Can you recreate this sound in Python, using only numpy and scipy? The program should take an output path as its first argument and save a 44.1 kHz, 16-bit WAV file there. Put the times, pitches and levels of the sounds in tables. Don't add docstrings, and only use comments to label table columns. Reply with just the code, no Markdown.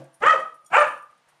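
import sys
import numpy as np
from scipy import signal
from scipy.fft import rfft, irfft, next_fast_len
from scipy.io import wavfile
from scipy.ndimage import uniform_filter1d, minimum_filter1d, map_coordinates

SR = 44100
rng = np.random.default_rng(int(sys.argv[2]) if len(sys.argv) > 2 else 0)


def bounce(signal):
    frames = np.transpose(np.atleast_2d(signal))
    limited = np.clip(frames, -1, 1)
    pcm = np.round(limited * 32767).astype(np.int16)
    wavfile.write(sys.argv[1], SR, pcm)


def convert_level_to_amplitude(level_db):
    exponent = np.asarray(level_db, float) / 20
    return 10 ** exponent


N = 61739


def unit(x):
    return x / np.sqrt(np.mean(x ** 2) + 1e-20)


def along(points, hz):
    f, v = np.transpose(points)
    return np.interp(np.log(hz + 1), np.log(f + 1), v)


def wobble(rate):
    return map_coordinates(rng.standard_normal(4000), [np.arange(N) * rate / SR], mode="wrap")


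def filtered(x, response):
    m = next_fast_len(N + SR // 2)
    return irfft(rfft(x, m) * response(np.fft.rfftfreq(m, 1 / SR)), m)[:N]


def coloured_noise(spectrum):
    return unit(filtered(rng.standard_normal(N), lambda f: convert_level_to_amplitude(along(spectrum, f))))


def resonances(f, peaks):
    total = 0
    for k, (centre, width, db) in enumerate(peaks):
        total = total + (-1) ** k * convert_level_to_amplitude(db) * 1j * f * width / (centre * centre - f * f + 1j * f * width)
    return total


def ring(modes, t, attack_s):
    luck = rng.standard_normal((len(modes), 2))
    total = 0
    for (hz, db, t60), (louder, phase) in zip(modes, luck):
        total = total + convert_level_to_amplitude(db + 2.6 * louder - 60 * t / t60) * np.sin(2 * np.pi * hz * t + phase)
    return total * (1 - np.exp(-t / attack_s))


# f/Hz, level/dB per Hz
AIR_SPECTRUM = [(25, -30), (90, -11), (140, 4), (300, -9), (900, 2), (2000, -4), (8000, -19), (13000, -27)]


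def still_air():
    level_db = -68 + 3.0 * wobble(2.4)
    return convert_level_to_amplitude(level_db) * coloured_noise(AIR_SPECTRUM)


# f/Hz, t60/s
HALL_DECAY = [(150, 0.6), (400, 0.12), (600, 0.34), (1200, 0.4), (2000, 0.31), (3500, .36), (8000, 0.33),
              (12000, 0.69)]
STANDING_HZ = [535, 587, 637, 830, 897, 1192, 1224, 1265, 1295, 1362, 1723, 1872, 1947, 2536, 3117]
STANDING_DB = [7.5, 6, 5, 4, 9.5, 2, 3, -5, 2, 5.5, 6, 7.5, 3, -0.5, 7.5]
STANDING_T60_S = [.28, .27, .36, .25, .3, .44, .56, .44, .33, .35, .36, .31, .33, .37, .38]


def hall(x):
    gap_s, build_s, early_s, early_db = .005, .022, .025, -13
    hz, t, z = signal.stft(rng.standard_normal(SR), SR, nperseg=256)
    decay = convert_level_to_amplitude(-60 * t / along(HALL_DECAY, hz)[:, None])
    tail = signal.istft(z * decay, SR, nperseg=256)[1]
    u = np.arange(len(tail)) / SR
    tail = tail * (1 - np.exp(-u / build_s))
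    tail = tail / np.linalg.norm(tail)
    when, size = rng.random((2, 7))
    tail[(when * early_s * SR).astype(int)] += convert_level_to_amplitude(early_db) * (2 * size - 1)
    for hz, db, t60 in zip(STANDING_HZ, STANDING_DB, STANDING_T60_S):
        per_sample = 2 * np.log(1000) / (t60 * SR)
        tail += convert_level_to_amplitude(db - 60 * u / t60) * per_sample * np.sin(2 * np.pi * hz * u)
    return signal.fftconvolve(np.pad(x, (round(gap_s * SR), 0)), tail)[:N]


# t/s, thud level/dB, deep push level/dB, scuff level/dB, scuff length/s
PAWS = [(-.01, -46, -87, -65, 0.19), (0.203, -46, -49, -100, .05), (0.24, -44, -45, -86, .05),
        (0.337, -48.5, -59, -84, .05), (0.425, -61.5, -70, -78, 0.039), (.52, -73.5, -66, -72, 0.058),
        (0.627, -70.5, -78, -74.5, 0.053), (0.702, -48, -72, -71.5, .05), (0.731, -63, -55, -60, 0.048),
        (0.785, -50.5, -65, -71, 0.028), (0.855, -50.5, -71, -73.5, 0.059), (0.929, -69.5, -73, -61, 0.085),
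        (1.094, -73.5, -70, -65.5, 0.065), (1.267, -82, -69.5, -64, 0.1), (1.323, -73, -73.5, -95, 0.04)]
# f/Hz, width/Hz, level/dB
BOARDS = [(151, 17, -1), (230, 36, -4.5), (300, 66, -2), (345, 29, 1), (478, 64, -13), (560, 42, 2),
          (655, 200, -5), (880, 30, -17.5), (1150, 29, -21.5)]
# f/Hz, level/dB per Hz
CARPET = [(150, -28), (700, 5.5), (1600, 7), (4000, -12), (10000, -11.5), (14000, -34)]
# f/Hz, level/dB, t60/s
LANDING = [(138, 9.5, 0.26), (323.4, -1, .35), (500, -4, 0.44), (537, -0.5, .28), (670, -7.5, .5),
           (745, -20.5, 0.32), (910, -25.5, .8), (1147, -17, 1), (1620, -22.5, 1.4)]


def paws():
    thud_t60_s, push_s, push_hz = 0.31, .007, 45
    t = np.arange(N) / SR
    thud, push, brush = np.zeros((3, N))
    for s, thud_db, push_db, scuff_db, length in PAWS:
        u = np.maximum(t - s, 0)
        thud += convert_level_to_amplitude(thud_db - 60 * u / thud_t60_s) * (1 - np.exp(-u / 0.0021))
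        push += convert_level_to_amplitude(push_db) * u / push_s * np.exp(1 - u / push_s) * np.cos(2 * np.pi * push_hz * u)
        brush += convert_level_to_amplitude(scuff_db) * u / length * 4 * np.exp(1 - u / length * 4)
    fibres = coloured_noise(CARPET) * convert_level_to_amplitude(1.4 * wobble(40))
    boards = filtered(thud * rng.standard_normal(N), lambda f: resonances(f, BOARDS))
    leap = convert_level_to_amplitude(-46) * ring(LANDING, t, 0.0017)
    return convert_level_to_amplitude(24) * boards + push + brush * fibres + leap


# t/s, peak level/dB, which tag (0 first, 1 second)
JINGLES = [(.001, -68, 0.7), (0.039, -58, 0), (0.13, -68, 1), (0.141, -56, 1), (0.194, -64, 0.03),
           (.262, -46.5, 0.8), (0.373, -63, 0.91), (0.397, -50, 0.3), (0.542, -58.5, 0.94),
           (.646, -58.5, 1), (0.66, -47.5, 0.03), (0.799, -38, 0.06), (0.871, -50, 0.84),
           (0.975, -57, 0.58), (1.021, -59, .4), (1.105, -68, 0.69), (1.175, -68, 0.5),
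           (1.286, -57.5, 0.41)]
# f/Hz, level/dB, t60/s
FIRST_TAG = [(3340, -18, .1), (5680, -12, .08), (6928, -12, .12), (8810, 0, .08), (8930, -4, .1),
             (12600, -13, .15)]
# f/Hz, level/dB, t60/s
SECOND_TAG = [(5663, -14, .1), (9302, -2, .12), (10880, -7, .12), (10990, -7, .15), (12620, -9, .16),
              (13730, -12, .08)]
# f/Hz, level/dB per Hz
SIZZLE = [(2500, -33.5), (5500, -0.5), (9000, 1), (11000, -4), (12600, -10), (14000, -15.5), (16000, -45)]


def tags():
    tick_db, tick_t60_s, rattle_db = -8, 0.072, 1.5
    t = np.arange(SR // 4) / SR
    ringing, scrape = np.zeros((2, N + SR))
    for s, db, which in JINGLES:
        which = np.clip(which, 0, 1)
        start = round(s * SR)
        first, second = ring(FIRST_TAG, t, 0.003), ring(SECOND_TAG, t, 0.00071)
        ringing[start:][:len(t)] += convert_level_to_amplitude(db) * ((1 - which) * first + which * second)
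        scrape[start:][:len(t)] += convert_level_to_amplitude(db + tick_db - 60 * t / tick_t60_s) * (1 - np.exp(-t / 0.0017))
    return (ringing[:N] + scrape[:N] * coloured_noise(SIZZLE)) * convert_level_to_amplitude(rattle_db * wobble(150))


# t/s, depth/dB, half length/s
CATCHES = [
    (.263, 3, .003),
    (.2775, 7, .003),
    (.291, 12, .0025),
    (.317, 3, .004),
    (.372, 5, .005),
    (.775, 7, .002),
    (.802, 6, .005),
    (.837, 5, .005),
    (.862, 4, .004),
    (.897, 4, .005),
]


def catches():
    t = np.arange(N) / SR
    return convert_level_to_amplitude(-sum(depth * np.exp(-((t - at) / half) ** 2) for at, depth, half in CATCHES))


def tract(f, peaks):
    low_cut_hz, top_hz = 330, 10500
    low = 1j * f / low_cut_hz
    return resonances(f, peaks) * (low / (1 + low)) ** 2 / (1 + (f / top_hz) ** 10)


# t/s, pitch f/Hz, effort level/dB, roughness 0-1, fundamental level/dB, mouth opening 0-1
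BARKS = [
    [(.205, 400.2, -54, 0.28, -8.5, 0.1), (.226, 411.5, -21, 0.22, -5, 0.43),
     (.236, 454, -21.5, 0.3, 14.5, 0.95), (.254, 540.6, -13.5, 0.02, -4.5, 0.32),
     (.27, 617.7, -10, 0.17, -3.5, 1), (.306, 651.2, -13, 0.02, -7.5, 0.49),
     (.328, 625.5, -18, 0.02, -3, 0.23), (.343, 520.4, -24.5, 0.15, 7.5, 0.3),
     (.39, 300, -41, 0.42, 8, .05)],
    [(.7, 300, -70, 0.5, -9.5, 0.79), (.731, 345, -25.5, 0.35, -13, 0.64),
     (.753, 453.5, -15, 0.2, -30.5, 1), (.759, 486.6, -14.5, 0.27, 7.5, 0.5),
     (.771, 499.8, -12.5, 0.48, 10, 0.7), (.777, 603.3, -8.5, 0.13, -2, 0),
     (.827, 586.3, -18.5, 0.22, -0.5, 0), (.84, 531.7, -20, .3, -2, 0.3), (.88, 432, -49, 0.05, 20.5, .05)],
]
# f/Hz, width/Hz, level/dB
JAWS_WIDE = [
    [(554, 230, -6), (1260, 215, 4), (1885, 337, -2), (2380, 750, -10.5), (3104, 440, -11.5),
     (4330, 970, -47), (7310, 1700, -35.5)],
    [(749, 159, 7.5), (1480, 248, 4.5), (1855, 230, -2), (2260, 270, 0.5), (2715, 420, -5),
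     (5650, 490, -64), (7300, 738, -23.5)],
]
# f/Hz, width/Hz, level/dB
JAWS_SHUT = [
    [(540, 500, -4), (950, 350, -5.5), (1770, 400, -29.5), (3000, 500, -30.5)],
    [(570, 120, -2.5), (1321, 328, 0), (1803, 1100, -19.5), (2500, 460, -29.5), (2920, 820, -25.5),
     (5670, 800, -42)],
]
# f/Hz, level/dB per Hz
RUSH = [(2500, -14.5), (3600, 5.5), (5200, 3), (7200, 2.5), (9500, -6), (11000, -21), (12500, -30)]


def rush_response(f):
    pipe_hz, pipe_db = 1452, 1.5
    return convert_level_to_amplitude(along(RUSH, f) + pipe_db * np.cos(2 * np.pi * f / pipe_hz))


def bark(rows, wide, shut):
    jitter, shimmer_db, flutter_db, hiss_db = 0.032, 2.06, 1.2, 5
    tone_top_hz, spread = 3420, 0.74
    rush_db, rush_grain_db, rush_grows = -41, 3, 0.94
    s, *cols = np.transpose(rows)
    t = np.arange(N) / SR
    hz, db, rough, first_db, mouth = [np.interp(t, s, c) for c in cols]
    rough, mouth = np.clip(rough, 0, 1), np.clip(mouth, 0, 1)

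    phase = 2 * np.pi * np.cumsum(hz * (1 + jitter * rough * wobble(300))) / SR
    upper = 0
    for k in range(2, 11):
        upper = upper + np.cos(k * phase + spread * k * k) / (1 + (k * hz / tone_top_hz) ** 10)
    unevenness = convert_level_to_amplitude(shimmer_db * wobble(250) + flutter_db * wobble(110))
    pulses = (convert_level_to_amplitude(first_db) * np.cos(phase) + upper) / 3 * unevenness
    breath = unit(rng.standard_normal(N) * (1 + np.cos(phase))) * convert_level_to_amplitude(hiss_db)
    sounding = (t > s[0]) * (t < s[-1])
    source = (np.sqrt(1 - rough) * pulses + np.sqrt(rough) * breath) * convert_level_to_amplitude(db + 11) * sounding

    swell = np.sin(np.pi * np.clip((t - s[0]) / (s[-1] - s[0]), 0, 1))
    rush_level = convert_level_to_amplitude(rush_db + rush_grain_db * wobble(150) + rush_grows * (db - db.max()))
    rush = unit(filtered(breath, rush_response)) * rush_level * swell
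    open_voice = filtered(source * mouth, lambda f: tract(f, wide))
    shut_voice = filtered(source * (1 - mouth), lambda f: tract(f, shut))
    return rush + open_voice + shut_voice


def scene():
    voice_wet_db, tag_wet_db = -4, -8
    collar = tags()
    voices = [bark(*one) for one in zip(BARKS, JAWS_WIDE, JAWS_SHUT)]
    echoes = sum(hall(v) for v in voices) * convert_level_to_amplitude(voice_wet_db)
    dog = (sum(voices) + echoes) * catches()
    return (still_air() + paws() + collar + hall(collar) * convert_level_to_amplitude(tag_wet_db) + dog)[None]


def top_cut(x):
    return signal.sosfilt(signal.butter(12, 15700, fs=SR, output="sos"), x)


def record(dry):
    mic_low_hz, mic_top_hz, ceiling, hold_s = 119, 12980, .68, .012
    heard = filtered(dry[0], lambda f: 1j * f / (mic_low_hz + 1j * f) / (1 + (f / mic_top_hz) ** 10))
    span = round(hold_s * SR)
    needed = np.minimum(1, ceiling / (np.abs(heard) + 1e-9))
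    gain = uniform_filter1d(minimum_filter1d(needed, size=span), size=span)
    return top_cut((heard * gain)[None])


dry = scene()
out = record(dry)
bounce(out)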